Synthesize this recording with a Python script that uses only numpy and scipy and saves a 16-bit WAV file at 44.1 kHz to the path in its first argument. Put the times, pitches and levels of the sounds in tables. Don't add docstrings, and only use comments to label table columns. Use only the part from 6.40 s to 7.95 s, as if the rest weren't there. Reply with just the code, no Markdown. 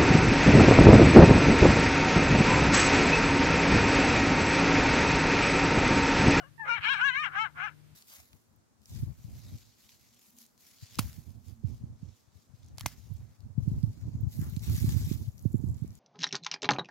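import sys
import numpy as np
from scipy import signal
from scipy.fft import rfft, irfft
from scipy.io import wavfile
from scipy.ndimage import uniform_filter1d, map_coordinates

SR = 44100
rng = np.random.default_rng(int(sys.argv[2]) if len(sys.argv) > 2 else 0)


def put_to_file(sound):
    columns = np.atleast_2d(sound).T
    safe = np.clip(columns, -1, 1)
    whole_steps = np.round(safe * 32767)
    wavfile.write(sys.argv[1], SR, whole_steps.astype(np.int16))


def volts_from_decibels(level):
    exponent = np.asarray(level, float) / 20
    return 10 ** exponent


N = 68355
T = np.arange(N) / SR
F_HZ = np.arange(1, N // 2 + 2) * SR / N


def rms_one(x):
    return x / np.sqrt(np.mean(np.abs(x) ** 2) + 1e-20)


def drift(hz):
    r = np.exp(-2 * np.pi * hz / SR)
    settle = 4000
    noise = rng.standard_normal(N + settle)
    return rms_one(signal.lfilter([1], [1, -2 * r, r * r], noise)[settle:])


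def shaped_noise(response):
    return rms_one(irfft(rfft(rng.standard_normal(N)) * response, N))


def filtered(x, order, hz, kind="low"):
    return signal.sosfilt(signal.butter(order, hz, kind, fs=SR, output="sos"), x)


def tone(hz, phase=0):
    return np.sin(2 * np.pi * np.cumsum(hz) / SR + phase)


def swell(centre_s, length_s):
    return np.exp(-.5 * ((T - centre_s) / length_s) ** 2)


def air(points):
    hz, db = np.transpose(points)
    return shaped_noise(volts_from_decibels(np.interp(np.log(F_HZ), np.log(hz), db)))


def air_left():
    # f/Hz, level/dB per Hz
    spectrum = [(30, -13), (70, -3.5), (110, 5.5), (200, -10), (600, -27.5), (2000, -25.5), (6000, -30),
                (15000, -33.5)]
    return volts_from_decibels(-58.5) * air(spectrum)


def air_right():
    # f/Hz, level/dB per Hz
    spectrum = [(30, -9.5), (70, 5.5), (140, 4), (300, -2.5), (700, -9), (3500, -16), (6000, -21.5),
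                (15000, -25)]
    return volts_from_decibels(-63.5 + drift(3.1)) * air(spectrum)


def hum():
    # f/Hz, level/dB rms
    lines = [(150, -56), (240, -78.5), (300, -71), (2130, -87.5)]
    out = np.zeros(N)
    for hz, db in lines:
        level = np.sqrt(2) * volts_from_decibels(db + 0.82 * drift(24.0))
        out += level * np.sin(2 * np.pi * hz * T + rng.uniform(0, 2 * np.pi))
    return out


def wind_thump():
    # t/s, level/dB, f/Hz, length/s
    thumps = [
        (0.4, -39, 96.5, 0.0084),
    ]
    return sum(volts_from_decibels(db) * swell(s, length_s) * np.sin(2 * np.pi * hz * (T - s))
               for s, db, hz, length_s in thumps)


def gust():
    rustle_hz = 290
    band = filtered(rng.standard_normal(N), 1, [rustle_hz / 2, rustle_hz * 2], "band")
    return volts_from_decibels(-57.5 + drift(8.9)) * swell(0.47, .09) * rms_one(band)


def cricket():
    tone_hz, throbs_per_s, start_cycles, level_db = 4830, 43, 0.9, -75
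    throb = np.cos(2 * np.pi * (throbs_per_s * T - start_cycles) + .5 * drift(2.3)).clip(0, 1)
    return volts_from_decibels(level_db + 2.9 * drift(3)) * throb * np.sin(2 * np.pi * tone_hz * T + 2.0 * drift(60))


def slope_echo(x):
    level_db, t60_s, cut_hz, onset_s = -30.5, 0.4, 3300, 0.0042
    t = T[:SR // 4]
    tail = rng.standard_normal(len(t)) * volts_from_decibels(-60 * t / t60_s) * np.clip(t / onset_s, 0, 1)
    tail /= np.sqrt(np.sum(tail ** 2))
    return volts_from_decibels(level_db) * signal.fftconvolve(filtered(x, 2, cut_hz), tail)[:N]


def notched(x, notches):
    for hz, width_hz, db in notches:
        w, a = 2 * np.pi * hz / SR, np.pi * width_hz / SR
        zeros = [1 + a * volts_from_decibels(db), -2 * np.cos(w), 1 - a * volts_from_decibels(db)]
        poles = [1 + a, -2 * np.cos(w), 1 - a]
        x = signal.lfilter(zeros, poles, x)
    return x


def over_ground(x, notches, cut_hz, leak_db):
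    x = notched(x, notches)
    return filtered(x, 4, cut_hz) + volts_from_decibels(leak_db) * x


def path_left(voice):
    # f/Hz, width/Hz, depth/dB
    notches = [(1888, 238, -21.5), (2564, 170, -13), (3503, 460, -21), (4724, 730, -17.5),
               (8910, 670, -9.5), (10600, 3600, -13)]
    return volts_from_decibels(3) * over_ground(voice + slope_echo(voice), notches, cut_hz=6530, leak_db=-10)


def path_right(voice):
    # f/Hz, width/Hz, depth/dB
    notches = [(1875, 600, -9.5), (2860, 230, -18.5), (4000, 940, -17), (850, 260, -10.5)]
    lead_s = 0.016
    turn = np.exp(2j * np.pi * np.arange(N // 2 + 1) * SR / N * lead_s)
    early = -irfft(rfft(voice) * turn, N) * (T < 1.4)
    return volts_from_decibels(-3.5) * over_ground(early + slope_echo(early), notches, cut_hz=3270, leak_db=-21)


def shade_db(rows, s, hz, width_hz, treble_hz):
    at_s, centre_hz, db, treble_db = np.transpose(rows)
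    bell = np.exp(-(2 * (hz - np.interp(s, at_s, centre_hz)) / width_hz) ** 2)
    treble = np.interp(s, at_s, treble_db) / (1 + (treble_hz / hz) ** 16)
    return np.interp(s, at_s, db) * bell + treble


def wheeze():
    # t/s, level/dB, f/Hz, length/s
    puffs = [
        (0.096, -71.5, 1700, 0.026),
        (0.914, -48, 1480, 0.022),
        (1.104, -67.5, 1400, 0.015),
        (1.17, -57, 1500, 0.01),
        (1.32, -61.5, 1500, 0.013),
    ]
    width_hz = 250
    band = drift(width_hz) + 1j * drift(width_hz)
    return sum(volts_from_decibels(db) * swell(s, length_s) * np.real(band * np.exp(2j * np.pi * hz * T))
               for s, db, hz, length_s in puffs)


def whistle():
    start_hz, end_hz, fall_s, end_s = 3180, 2850, 0.016, 0.067
    hz = end_hz + (start_hz - end_hz) * np.exp(-T / fall_s)
    fade = np.clip(np.minimum(end_s - T, T - .004) / 0.0053, 0, 1)
    return volts_from_decibels(-62) * fade * tone(hz)


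def moan():
    # t/s, f/Hz, level/dB
    points = [
        (.255, 638.4, -53.5),
        (.285, 531, -60),
        (.31, 511, -54.5),
        (.355, 508, -70.5),
    ]
    s, hz, db = np.transpose(points)
    fade = np.clip(np.minimum(T - s[0], s[-1] - T) / 0.0041, 0, 1)
    level = volts_from_decibels(np.interp(T, s, db) + 3 + 2.5 * drift(60))
    wobble_rad = 1.5 * drift(90) * np.clip((.305 - T) / .02, 0, 1)
    return fade * level * tone(np.interp(T, s, hz), wobble_rad)


def throat(hz):
    # f/Hz, width/Hz, level/dB
    resonances = [(819, 89, -10), (1629, 276, 1), (2175, 404, -4), (2882, 257, -10.5), (3700, 480, -21.5),
                  (5600, 2700, -60.5), (7400, 7000, -39)]
    out = 0
    for k, (f, width, db) in enumerate(resonances):
        out = out + (-1) ** k * volts_from_decibels(db) * 1j * hz * width / (f * f - hz * hz + 1j * hz * width)
    return out / np.sqrt(1 + (734 / hz) ** 8)


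def roughness():
    # from/s, to/s, roughness left [0-1]
    clear = [
        (0, .08, .15),
        (.19, .25, .005),
        (.3, .37, .025),
        (.455, .6, .14),
        (.5, .535, .02),
        (.62, .84, .008),
        (.84, .872, .07),
        (.972, 1.055, .012),
        (1.232, 1.275, .08),
    ]
    hoarse, ramp_s = .75, .03
    curves = []
    for start_s, end_s, left in clear:
        outside_s = np.maximum(start_s - T, T - end_s).clip(0)
        curves.append(np.clip(left + hoarse * outside_s / ramp_s, 0, hoarse))
    return np.min(curves, axis=0)


def call(rows, rough, jitter, shimmer, breath, patches, tilt_db, low_db):
    # t/s, f/Hz, level/dB, treble/dB
    shade_left = [(.02, 2250, -17, 0), (.24, 2860, -13, -3), (.29, 3130, -22, -1), (.345, 3430, -22, 2),
                  (.375, 3650, 2.5, -5), (.47, 2950, 5, 0), (.63, 2500, -3.5, 1), (.66, 3350, 4.5, 2),
                  (.685, 3300, -2.5, 0.5), (.705, 3130, -10, -3), (.735, 3050, 11.5, -2),
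                  (.76, 2950, -9, -4), (.78, 3360, -26, -2.5), (.81, 3040, -13, -1), (.85, 3360, 7.5, -1),
                  (.975, 2462, -2.5, 6.5), (1.0, 2530, 3, 7.5), (1.015, 2210, -10.5, 5.5),
                  (1.045, 2220, -2.5, -1), (1.25, 2430, 5, 0)]
    shade_right = [(.24, 2650, -11.5, 0), (.29, 2950, -21, -14), (.345, 2960, -16, -9), (.375, 3000, 2, 4),
                   (.47, 3700, -2, 3.5), (.52, 2200, -3, -1), (.63, 3000, 9.5, -6), (.66, 2800, -14, -1),
                   (.705, 3150, -4.5, -7), (.735, 3050, 16, 0.5), (.78, 3250, -14, -5),
                   (.81, 2450, 9, -0.5), (.975, 2060, -6.5, 3), (1.0, 2590, -3, -5), (1.03, 2650, -11, -7),
                   (1.25, 2530, 6, 3)]
    paths = (shade_left, 600, 4200), (shade_right, 530, 0.81 * 4200)  # width/Hz, treble corner/Hz
    jitter_rad, shimmer_depth, subharmonic = .22, .35, 1.1
    breath_share, breath_pulsing, breath_floor_db, full_hoarse = .7, .9, -37, .75
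    dip_hz, dip_width_hz, dip_db = 1879, 316, -22
    patchy_db, patch_width_hz = 5, 450

    s, *columns = np.transpose(rows)
    on = (T >= s[0]) & (T < s[-1])
    t, r = T[on], rough[on]
    pitch_hz, db, mouth, dip = (uniform_filter1d(np.interp(t, s, c), size=250, mode="nearest")
                                for c in columns)
    phase = 2 * np.pi * np.cumsum(pitch_hz) / SR + jitter_rad * np.sqrt(r) * jitter[on]
    k = np.arange(1, 25)[:, None]
    hz = k * pitch_hz

    nasal_dip_db = dip_db * np.exp(-(2 * (hz - dip_hz * dip) / dip_width_hz) ** 2)
    where = [hz / patch_width_hz, np.flatnonzero(on) + 0 * hz]
    patch = map_coordinates(patches, where, order=1, mode="nearest")
    patch_db = patchy_db * np.clip(hz / 4000 - .3, 0, 1) * patch
    gains = throat(hz / mouth) * volts_from_decibels(tilt_db * np.log2(hz / 1500) + nasal_dip_db + patch_db)
    gains *= hz < 11000
    gains[0] += volts_from_decibels(low_db)
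    power = .5 * np.sum(np.abs(gains) ** 2, axis=0)
    pulses = np.real(gains * np.exp(1j * k * phase)) / np.sqrt(power)
    voice = np.array([np.sum(pulses * volts_from_decibels(shade_db(shade, t, hz, *shape)), axis=0)
                      for shade, *shape in paths])

    folds = np.sqrt(1 - breath_share * r) * (1 + shimmer_depth * r * shimmer[on])
    folds *= 1 + subharmonic * r * np.cos(phase / 2 + shimmer[on])
    breath_level = volts_from_decibels(breath_floor_db) + np.sqrt(breath_share * r * r / full_hoarse)
    puffs = breath_level * (1 + breath_pulsing * np.cos(phase)) * breath[on]
    already_on = s[0] == 0
    fade = np.clip(np.minimum(t - s[0] + already_on, s[-1] - t) / .003, 0, 1)
    out = np.zeros((2, N))
    out[:, on] = volts_from_decibels(db) * fade * (voice * folds + puffs)
    return out


def coyote():
    # t/s, pitch f/Hz, level/dB, mouth opening
    tail = [
        (0, 759, -44, 0.84, 1.17),
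        (.027, 703, -53.5, 0.82, 0.47),
        (.04, 520, -51, 0.79, 1.13),
        (.075, 590, -61.5, 0.8, 1.2),
        (.1, 570, -82, 0.92, 2.3),
    ]
    whine = [
        (.194, 912, -39.5, 1.13, 1.9),
        (.212, 898, -34.5, 1.14, 1.9),
        (.262, 812, -43.5, 1.006, 1.75),
    ]
    bark = [
        (.25, 388.3, -46, 0.874, 0.88),
        (.275, 420.5, -40, 0.93, 0.92),
        (.295, 484.4, -28, 0.95, 1.0),
        (.313, 460.3, -26.5, 0.99, 1.075),
        (.353, 473.5, -29.5, 1.035, 0.87),
        (.372, 425.7, -34, 1.06, 1.035),
        (.39, 366, -35.5, 0.96, 0.83),
        (.405, 357, -54.5, 1.07, 0.52),
    ]
    long_yip = [
        (.405, 365.4, -46, 1.16, 0.77),
        (.425, 388, -44.5, 1.6, 0.84),
        (.449, 411.2, -27, 1.117, 1.07),
        (.481, 461.7, -27.5, 1.07, 1.025),
        (.507, 546.5, -25.5, 1.075, 1.083),
        (.533, 548.6, -27, 1.127, 1.086),
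        (.55, 435.2, -30.5, 1, 1.07),
        (.575, 374.8, -34.5, 1.07, 1.02),
                (.607, 435, -32.5, 0.93, 1.01),
        (0.615, 485, -25.5, 0.97, 1.04),
        (0.635, 511.3, -25, 0.92, 1.03),
        (.652, 560.6, -24.5, 0.91, 1.144),
        (0.689, 547.8, -24.5, 1.08, 1.086),
        (.705, 511, -27, 1.04, 1.2),
        (0.721, 489, -37.5, 1.06, 1.14),
                (0.746, 516.4, -32.5, 1.15, 1.66),
        (0.765, 547, -28, 1.05, 0.97),
        (0.799, 608.4, -30, 0.99, 1.053),
        (0.832, 617, -31, 0.93, 1.108),
                (.852, 507, -29, 0.94, 0.85),
        (0.868, 413, -32.5, 0.95, 1.15),
        (0.88, 379.3, -34, .94, 1.8),
        (0.915, 336, -68.5, 0.76, 1.8),
    ]
    second_bark = [
        (.915, 367, -56.5, 0.82, 0.95),
        (.962, 389.4, -30, 0.93, 1.18),
        (1.0, 433.2, -29, 0.91, 0.89),
        (1.022, 444.4, -26.5, 1, .93),
        (1.045, 439.2, -31.5, 0.97, 0.93),
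        (1.063, 371, -33, 1, 1.17),
        (1.087, 335.4, -55.5, 0.85, 0.85),
        (1.11, 323, -68, 0.34, 0.89),
    ]
    last_bark = [
        (1.14, 325.4, -75, 0.62, 0.87),
        (1.178, 351.4, -45, 0.79, 0.94),
        (1.206, 357.5, -37.5, 0.93, 1.04),
        (1.242, 419.7, -33, 0.94, 1.007),
        (1.26, 429, -35, 0.92, 1.026),
        (1.282, 341.2, -37, 0.95, 1.17),
        (1.305, 317.3, -58, 0.8, 0.64),
        (1.34, 290, -77, .9, 0.96),
    ]
    breath_peak = volts_from_decibels(7 * np.exp(-((F_HZ - 1370) / 130) ** 2))
    breath = shaped_noise(throat(F_HZ) * breath_peak)
    patches = np.array([drift(18) for _ in range(24)])
    shared = roughness(), drift(120), drift(120), breath, patches
    yip = long_yip
    voice = call(tail, *shared, tilt_db=-2.5, low_db=-6.0)
    voice += call(whine, *shared, tilt_db=-7.0, low_db=-25.0)
    voice += call(bark, *shared, tilt_db=-0.3, low_db=-43)
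    voice += call(yip, *shared, tilt_db=0.86, low_db=-43)
    voice += call(second_bark, *shared, tilt_db=-2.3, low_db=-43)
    voice += call(last_bark, *shared, tilt_db=-1.0, low_db=-43)
    return filtered(voice, 2, 765, "high") + whistle() + moan() + wheeze()


def scene():
    voice, aside = coyote()
    left = path_left(voice) + air_left() + hum() + wind_thump() + cricket()
    right = path_right(aside) + air_right() + gust() + 0.35 * cricket()
    return np.array([left, right])


def band_limit(x):
    return signal.sosfilt(signal.butter(12, 15800, fs=SR, output="sos"), x)


def record(dry):
    low_pass = signal.cheby2(12, 70, 15750 + 850, fs=SR, output="sos")
    mix = signal.sosfilt(low_pass, dry)
    return band_limit(mix)


dry = scene()
out = record(dry)
put_to_file(out)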